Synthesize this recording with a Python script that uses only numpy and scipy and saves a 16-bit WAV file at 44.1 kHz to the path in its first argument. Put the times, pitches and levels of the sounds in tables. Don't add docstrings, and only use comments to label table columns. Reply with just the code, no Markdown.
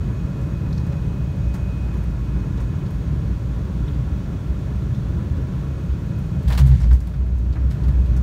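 import sys
import numpy as np
from scipy import signal
from scipy.fft import rfft, irfft, next_fast_len
from scipy.io import wavfile
from scipy.ndimage import uniform_filter1d, minimum_filter1d

SR = 44100
rng = np.random.default_rng(int(sys.argv[2]) if len(sys.argv) > 2 else 0)


def boost_factor(decibels):
    exponent = np.asarray(decibels, float) / 20
    return 10 ** exponent


def unload_audio(sound):
    columns = np.transpose(np.atleast_2d(sound))
    steps = np.round(np.clip(columns, -1, 1) * 32767)
    wavfile.write(sys.argv[1], SR, steps.astype(np.int16))


N = 362502
CONTROL_STEP = 40


def in_time(rows):
    s, *columns = np.transpose(rows)
    return [np.interp(np.arange(N) / SR, s, column) for column in columns]


def rms_one(x):
    return x / np.sqrt(np.mean(x ** 2) + 1e-20)


def drift(rate_hz):
    r = np.exp(-2 * np.pi * rate_hz * CONTROL_STEP / SR)
    noise = rng.standard_normal(N // CONTROL_STEP + 2002)
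    slow = rms_one(signal.lfilter([1], [1, -2 * r, r * r], noise)[2000:])
    return np.interp(np.arange(N) / CONTROL_STEP, np.arange(len(slow)), slow)


def bump():
    t = np.arange(N) / SR - 6.66
    rise_s, fall_s = 0.12, 0.31
    return np.exp(-(t / np.where(t < 0, rise_s, fall_s)) ** 2)


def tone(hz, level_db, waver_hz):
    rate_hz, flutter_db = 25.1, 2.0
    phase = 2 * np.pi * np.cumsum(hz + waver_hz * drift(rate_hz)) / SR
    return np.sqrt(2) * boost_factor(level_db + flutter_db * drift(rate_hz)) * np.sin(phase)


# pitch in Hz, level in dB, start in seconds, end in seconds, pitch waver in Hz.
PUMPS = [(2514, -60.5, 0, 1.4, 2.5), (2514, -57, 1.4, 2.08, 2.5), (2514, -62.5, 2.08, 2.9, 5),
         (2514, -69, 2.9, 5.6, 3), (2514, -64.5, 5.6, 9, 4), (6603, -75.5, -.5, 3.2, 4),
         (7600, -76.5, -.5, .55, 6), (1045, -66, -.5, 1.8, 4), (1045, -59, 2.3, 3.2, 4),
         (1098, -60.5, 3.25, 4.8, 4), (1098, -65, 4.8, 6.2, 4), (562, -53, .25, 1.7, 7),
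         (555, -54, 5.65, 6, 14), (1366, -64, 3.6, 5.8, 10), (3495, -70, 3.45, 6.1, 80),
         (12850, -83.5, 3.2, 7, 150)]


def pumps():
    t = np.arange(N) / SR
    fade = 0.1 * np.array([-1, 1, -1, 1])
    out = np.zeros(N)
    for hz, level_db, start, end, waver_hz in PUMPS:
        gate = np.interp(t, np.array([start, start, end, end]) + fade, [0, 1, 1, 0])
        out += gate * tone(hz, level_db, waver_hz)
    return out


# pitch in Hz, level in dB, pitch waver in Hz.
DRONES = [
    (6600, -77.5, 4),
    (560, -60, 14),
    (1368, -71, 10),
    (1098, -75, 4),
]


def drones():
    return sum(tone(*row) for row in DRONES)


# time in seconds, pitch in Hz, level in dB.
WHISTLE = [
    (0, 15700, -105),
    (1.7, 15650, -85),
    (2.2, 15420, -82),
    (2.8, 15310, -78),
    (3.3, 15390, -80),
    (4.3, 15580, -82),
    (4.7, 15480, -85),
    (5.3, 15580, -83),
    (6.1, 15460, -81),
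    (8.22, 15550, -86),
]


def turbines():
    t = np.arange(N) / SR
    whistle_hz, whistle_db = in_time(WHISTLE)
    running_down = tone(11850 - 680 * t, -78 - 8 * t ** 2, waver_hz=20)
    return tone(whistle_hz, whistle_db, waver_hz=40) + running_down


# centre in Hz, width in Hz, height in dB.
CABIN = [(290, 17, 2.5), (494, 28, -3.5), (590, 140, 2), (880, 60, -1), (990, 55, 6), (1032, 14, 0),
         (1100, 18, 4), (1140, 44, -3.5), (1284, 45, -5.5), (1420, 59, 1.5), (1704, 41, 5),
         (2170, 100, -0.5), (3480, 100, 1.5), (4950, 250, -3.5), (7550, 300, -1), (9050, 200, 0.5),
         (10470, 800, -6)]


def coloured(colour, flutter_db, rate_hz):
    size = next_fast_len(N)
    hz = np.maximum(np.arange(size // 2 + 1) * SR / size, 1)
    colour_hz, colour_db = np.transpose(colour)
    db = np.interp(np.log(hz), np.log(colour_hz), colour_db)
    for centre, width, height in CABIN:
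        db = db + height / (1 + (2 * (hz - centre) / width) ** 2)
    ripple = uniform_filter1d(rng.standard_normal(len(hz)), size=450)
    db = db + 1.1 * rms_one(ripple) * (hz > 600)
    noise = irfft(rfft(rng.standard_normal(size)) * boost_factor(db), size)[:N]
    return rms_one(noise * boost_factor(flutter_db * drift(rate_hz)))


# frequency in Hz, density in dB per Hz.
HISS_COLOUR = [(1060, -22), (1800, 0), (2280, -2), (2590, -5.5), (2970, -3.5), (3410, -3.5), (4900, -8),
               (6630, -10), (7740, -14), (9370, -16), (10500, -17), (12700, -19.5), (15900, -21)]


def vents():
    level_db = -54.5 + 0.08 * np.arange(N) / SR + 9 * bump()
    return boost_factor(level_db) * coloured(HISS_COLOUR, flutter_db=0.2, rate_hz=14.0)


# frequency in Hz, density in dB per Hz.
ROAR_COLOUR = [(110, -30.5), (190, 0.5), (221, -9.5), (294, -9), (482, -18), (580, -21), (662, -24.5),
               (960, -28), (1280, -25.5), (1390, -27), (2160, -41.5), (2600, -37), (3380, -68),
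               (5720, -120)]
# time in seconds, level in dB about the mean.
ROUGHNESS = [(0, 0.5), (.3, -1), (.64, 1), (.75, 1), (1.56, 0), (1.74, -1), (1.92, -1.5), (2.27, -1.5),
             (3.18, 0.5), (3.5, -2), (3.71, 0), (4.53, -0.5), (5.17, 1), (5.79, -2), (6.41, 2), (7.2, 0.5),
             (7.92, 3), (8.22, 1.5)]


def engines():
    level_db = -34.5 + 0.11 * in_time(ROUGHNESS)[0]
    return boost_factor(level_db) * coloured(ROAR_COLOUR, flutter_db=0.7, rate_hz=9.3)


# frequency in Hz, density in dB per Hz.
ROLL_COLOUR = [(13, -52), (22, -38), (27, -24), (29, -25), (36, -19.5), (54, 1.5), (70, 1.5), (92, -4.5),
               (135, -3), (191, -12), (210, -17), (270, -27.5), (460, -120)]


def rolling():
    rumble = coloured(ROLL_COLOUR, flutter_db=0.05, rate_hz=18.0)
    b, a = signal.iirpeak(61.0, 3.5, fs=SR)
    rumble = rumble - 0.95 * signal.lfilter(b, a, rumble)
    level_db = -21.5 + in_time(ROUGHNESS)[0] + 6.5 * bump() ** 2
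    return boost_factor(level_db) * rumble


# start in seconds, ring peak in dB, dull part in dB, bright part in dB.
TICKS = [(1.9379, -42, -37, -53), (1.972, -52, -50, -55), (2.0373, -51, -37, -52), (2.5734, -37, -47, -57),
         (2.8606, -40, -50, -61), (2.905, -41, -42, -48), (4.7554, -51, -56, -66), (6.1852, -48, -60, -49),
         (6.4264, -48, -58, -49), (6.5474, -29, -30, -43), (6.611, -28, -26.5, -53),
         (7.0713, -37, -38, -46), (7.2608, -48, -46, -57), (7.8809, -38, -35, -49), (8.0574, -41, -46, -55)]
SHAKES = [(0.92, -40, -36, -69), (6.4782, -28.5, -33, -40.5), (6.4997, -29, -25, -42),
          (6.52, -24.5, -28.5, -40), (6.5749, -20.5, -25.5, -31.5), (6.635, -43, -38, -56),
          (6.6613, -47, -48, -42), (6.7098, -33.5, -32, -56), (6.8276, -37, -39, -63),
          (6.9045, -36, -34.5, -56), (7.1349, -43, -42, -74), (7.5255, -40, -47, -71),
          (7.553, -45, -33, -64), (7.706, -38, -44.5, -62), (7.835, -41, -43, -57)]
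BUZZES = [
    (0.4115, -45, -49, -63),
    (0.864, -45, -41, -54),
    (1.538, -37, -32, -46),
    (1.5475, -43, -45, -53),
    (2.6, -41, -38, -54),
    (6.5894, -27.5, -38, -45),
    (7.0025, -41, -41, -50),
    (7.3784, -49, -52, -57),
    (8.1632, -37, -39, -50),
]
PANEL = [
    (6.8016, -36.5, -35.5, -64),
    (6.9282, -37.5, -42, -46.5),
    (7.7021, -43, -42, -51),
]
# ring in Hz, shake length in seconds.
PARTS = [
    (3340, .009),
    (3420, 0.023),
    (5650, 0.016),
    (5468, 0.029),
]
# start in seconds, ring peak in dB, ring in Hz.
LATCHES = [
    (.7267, -35.5, 4250),
    (.7275, -38, 5450),
    (.7763, -35.5, 4250),
    (.777, -38, 5500),
    (3.8786, -33.5, 3380),
    (3.879, -48, 5600),
    (4.9462, -36.5, 3600),
    (4.947, -40, 5600),
    (6.662, -39, 8700),
]
RATTLE_EDGES_HZ = (450, 2300, 6500, 15800)


def rattle(ring_db, dull_db, bright_db, ring_hz, length_s, sharpness):
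    t = np.arange(SR // 4) / SR
    dull_sos = signal.butter(5, RATTLE_EDGES_HZ[:2], "band", fs=SR, output="sos")
    bright_sos = signal.butter(3, RATTLE_EDGES_HZ[2:], "band", fs=SR, output="sos")
    knocks = rng.standard_normal(len(t) // 45 + 1).repeat(45)[:len(t)]
    chatter = rng.standard_normal((3, len(t))) * boost_factor(3 * knocks)
    softened = signal.lfilter([1], [1, -0.88], chatter[0])
    dull = boost_factor(dull_db - 8) * rms_one(signal.sosfilt(dull_sos, softened))
    bright = boost_factor(bright_db - 10.5) * rms_one(signal.sosfilt(bright_sos, chatter[1]))
    b, a = signal.iirpeak(ring_hz, sharpness, fs=SR)
    ring = boost_factor(ring_db - 17) * rms_one(signal.lfilter(b, a, signal.lfilter(b, a, chatter[2])))
    onset = 1 - np.exp(-t / 0.00076)
    shake = np.exp(-(t / max(length_s, 0.002)) ** 2)
    cabin_tail = 0.52 * np.exp(-t / 0.058)
    swell = 1 - np.exp(-t / 0.005)
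    return onset * (shake + cabin_tail) * (swell * dull + ring + bright)


def rattles():
    out = np.zeros(N + SR)

    def place(start_s, sound):
        at = round(start_s * SR)
        out[at:at + len(sound)] += sound

    for start_s, ring_db, ring_hz in LATCHES:
        place(start_s, rattle(ring_db, -52, -60, ring_hz, length_s=0.009, sharpness=3.5))
    for rows, (ring_hz, length_s) in zip((TICKS, SHAKES, BUZZES, PANEL), PARTS):
        for start_s, *levels_db in rows:
            place(start_s, rattle(*levels_db, ring_hz, length_s, sharpness=1.1))
    return out[:N]


def swells(rows):
    s, db, half = np.transpose(rows)[:, :, None]
    t = np.arange(N // CONTROL_STEP + 2) * CONTROL_STEP / SR
    bells = boost_factor(db) * np.exp(-2 * ((t - s) / half) ** 2)
    return np.interp(np.arange(N) / SR, t, np.sum(bells, axis=0))


# centre in seconds, pitch in Hz, peak in dB, half length in seconds.
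JOINTS = [(0.063, 65.4, -27, 0.12), (0.218, 57.2, -24, 0.055), (0.484, 55.6, -26.5, 0.11),
          (0.779, 67.6, -30, .08), (0.896, 59, -31, 0.068), (1.085, 58.2, -25, 0.077),
          (1.24, 55.9, -23, 0.069), (1.483, 64.1, -22, .08), (1.645, 64.37, -21, 0.05),
          (1.846, 62.2, -23.5, 0.17), (2.101, 57, -25, 0.27), (2.36, 57.8, -22, 0.11),
          (2.631, 58.9, -22.5, 0.11), (2.975, 58, -32, .06), (3.114, 65.1, -21, 0.098),
          (3.302, 62.3, -24, 0.12), (3.552, 60.35, -25, 0.19), (3.808, 59.5, -23.5, 0.091),
          (3.973, 59.1, -18, 0.053), (4.14, 59.2, -23, 0.057), (4.27, 59, -28, 0.063),
          (4.5, 65, -23.5, 0.094), (4.771, 62.36, -24.5, .13), (5.08, 60.53, -25, 0.15),
          (5.37, 62.8, -29, 0.077), (5.593, 62.3, -25.5, 0.059), (5.718, 68.8, -39, 0.045),
          (5.917, 65, -19.5, 0.049), (6.17, 56.9, -46, 0.084)]
JOLTS = [(6.388, 59, -32, 0.037), (6.521, 60.96, -15, 0.098), (6.639, 64, -7.5, 0.049),
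         (6.725, 64.9, -7.5, 0.045), (6.857, 58.5, -13.5, 0.059), (6.93, 58.9, -8.5, 0.053),
         (7.049, 60.95, -23.5, 0.11), (7.217, 60.52, -18.5, 0.067), (7.348, 63.5, -17, 0.11),
         (7.504, 62.23, -18, 0.093), (7.651, 62.4, -14.5, 0.089), (7.88, 62.4, -15, 0.087),
         (7.992, 62.9, -11.5, 0.055), (8.123, 62.07, -15, 0.088), (8.22, 64.2, -14, 0.061)]


def boom():
    rows = np.array(JOINTS + JOLTS)
    hz, = in_time(rows[:, :2])
    phase = 2 * np.pi * np.cumsum(hz + 2.44 * drift(11.0)) / SR
    rest = boost_factor(-50)
    swing = (rest + swells(rows[:, [0, 2, 3]])) * boost_factor(0.6 * drift(9))
    overtone_level = bump() ** 2 * swing ** 1.49 * boost_factor(1.5 + 1.5 * drift(14.0))
    overtone = overtone_level * np.sin(2 * phase + 0.4 * drift(6))
    skirt_sos = signal.butter(2, [32, 120], "band", fs=SR, output="sos")
    skirt = rms_one(signal.sosfilt(skirt_sos, rng.standard_normal(N)))
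    skirt_level = boost_factor(-14.5 + 2.2 * bump()) * swing
    return np.sqrt(2) * (swing * np.sin(phase) + overtone) + skirt_level * skirt


# time in seconds, gain in dB.
GAIN = [
    (0, 0.5),
    (6.5, 0),
    (6.8, -4.5),
    (6.95, -7),
    (7.1, -5),
    (7.35, -4.5),
    (7.58, -4),
    (7.78, -1),
    (8.22, -1.5),
]


def scene():
    whines = pumps() + drones() + turbines()
    steady = whines + vents() + engines() + rolling()
    return (boost_factor(in_time(GAIN)[0]) * steady + rattles() + boom())[None]


def low_pass(x):
    return signal.sosfilt(signal.butter(12, 16040, fs=SR, output="sos"), x)


def record(dry):
    room = minimum_filter1d(np.minimum(0.7 / (np.abs(dry) + 1e-9), 1), size=441)
    limited = dry * uniform_filter1d(room, size=441)
    from_edge = np.arange(N) / 150
    ease_in = 1 - 0.6 * np.exp(-from_edge ** 2)
    ease_out = 1 - 0.7 * np.exp(-from_edge[::-1] ** 2)
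    top_cut = signal.ellip(14, 0.3, 70, 15740, fs=SR, output="sos")
    finished = signal.sosfilt(top_cut, limited * ease_in) * ease_out
    return low_pass(finished)


dry = scene()
out = record(dry)
unload_audio(out)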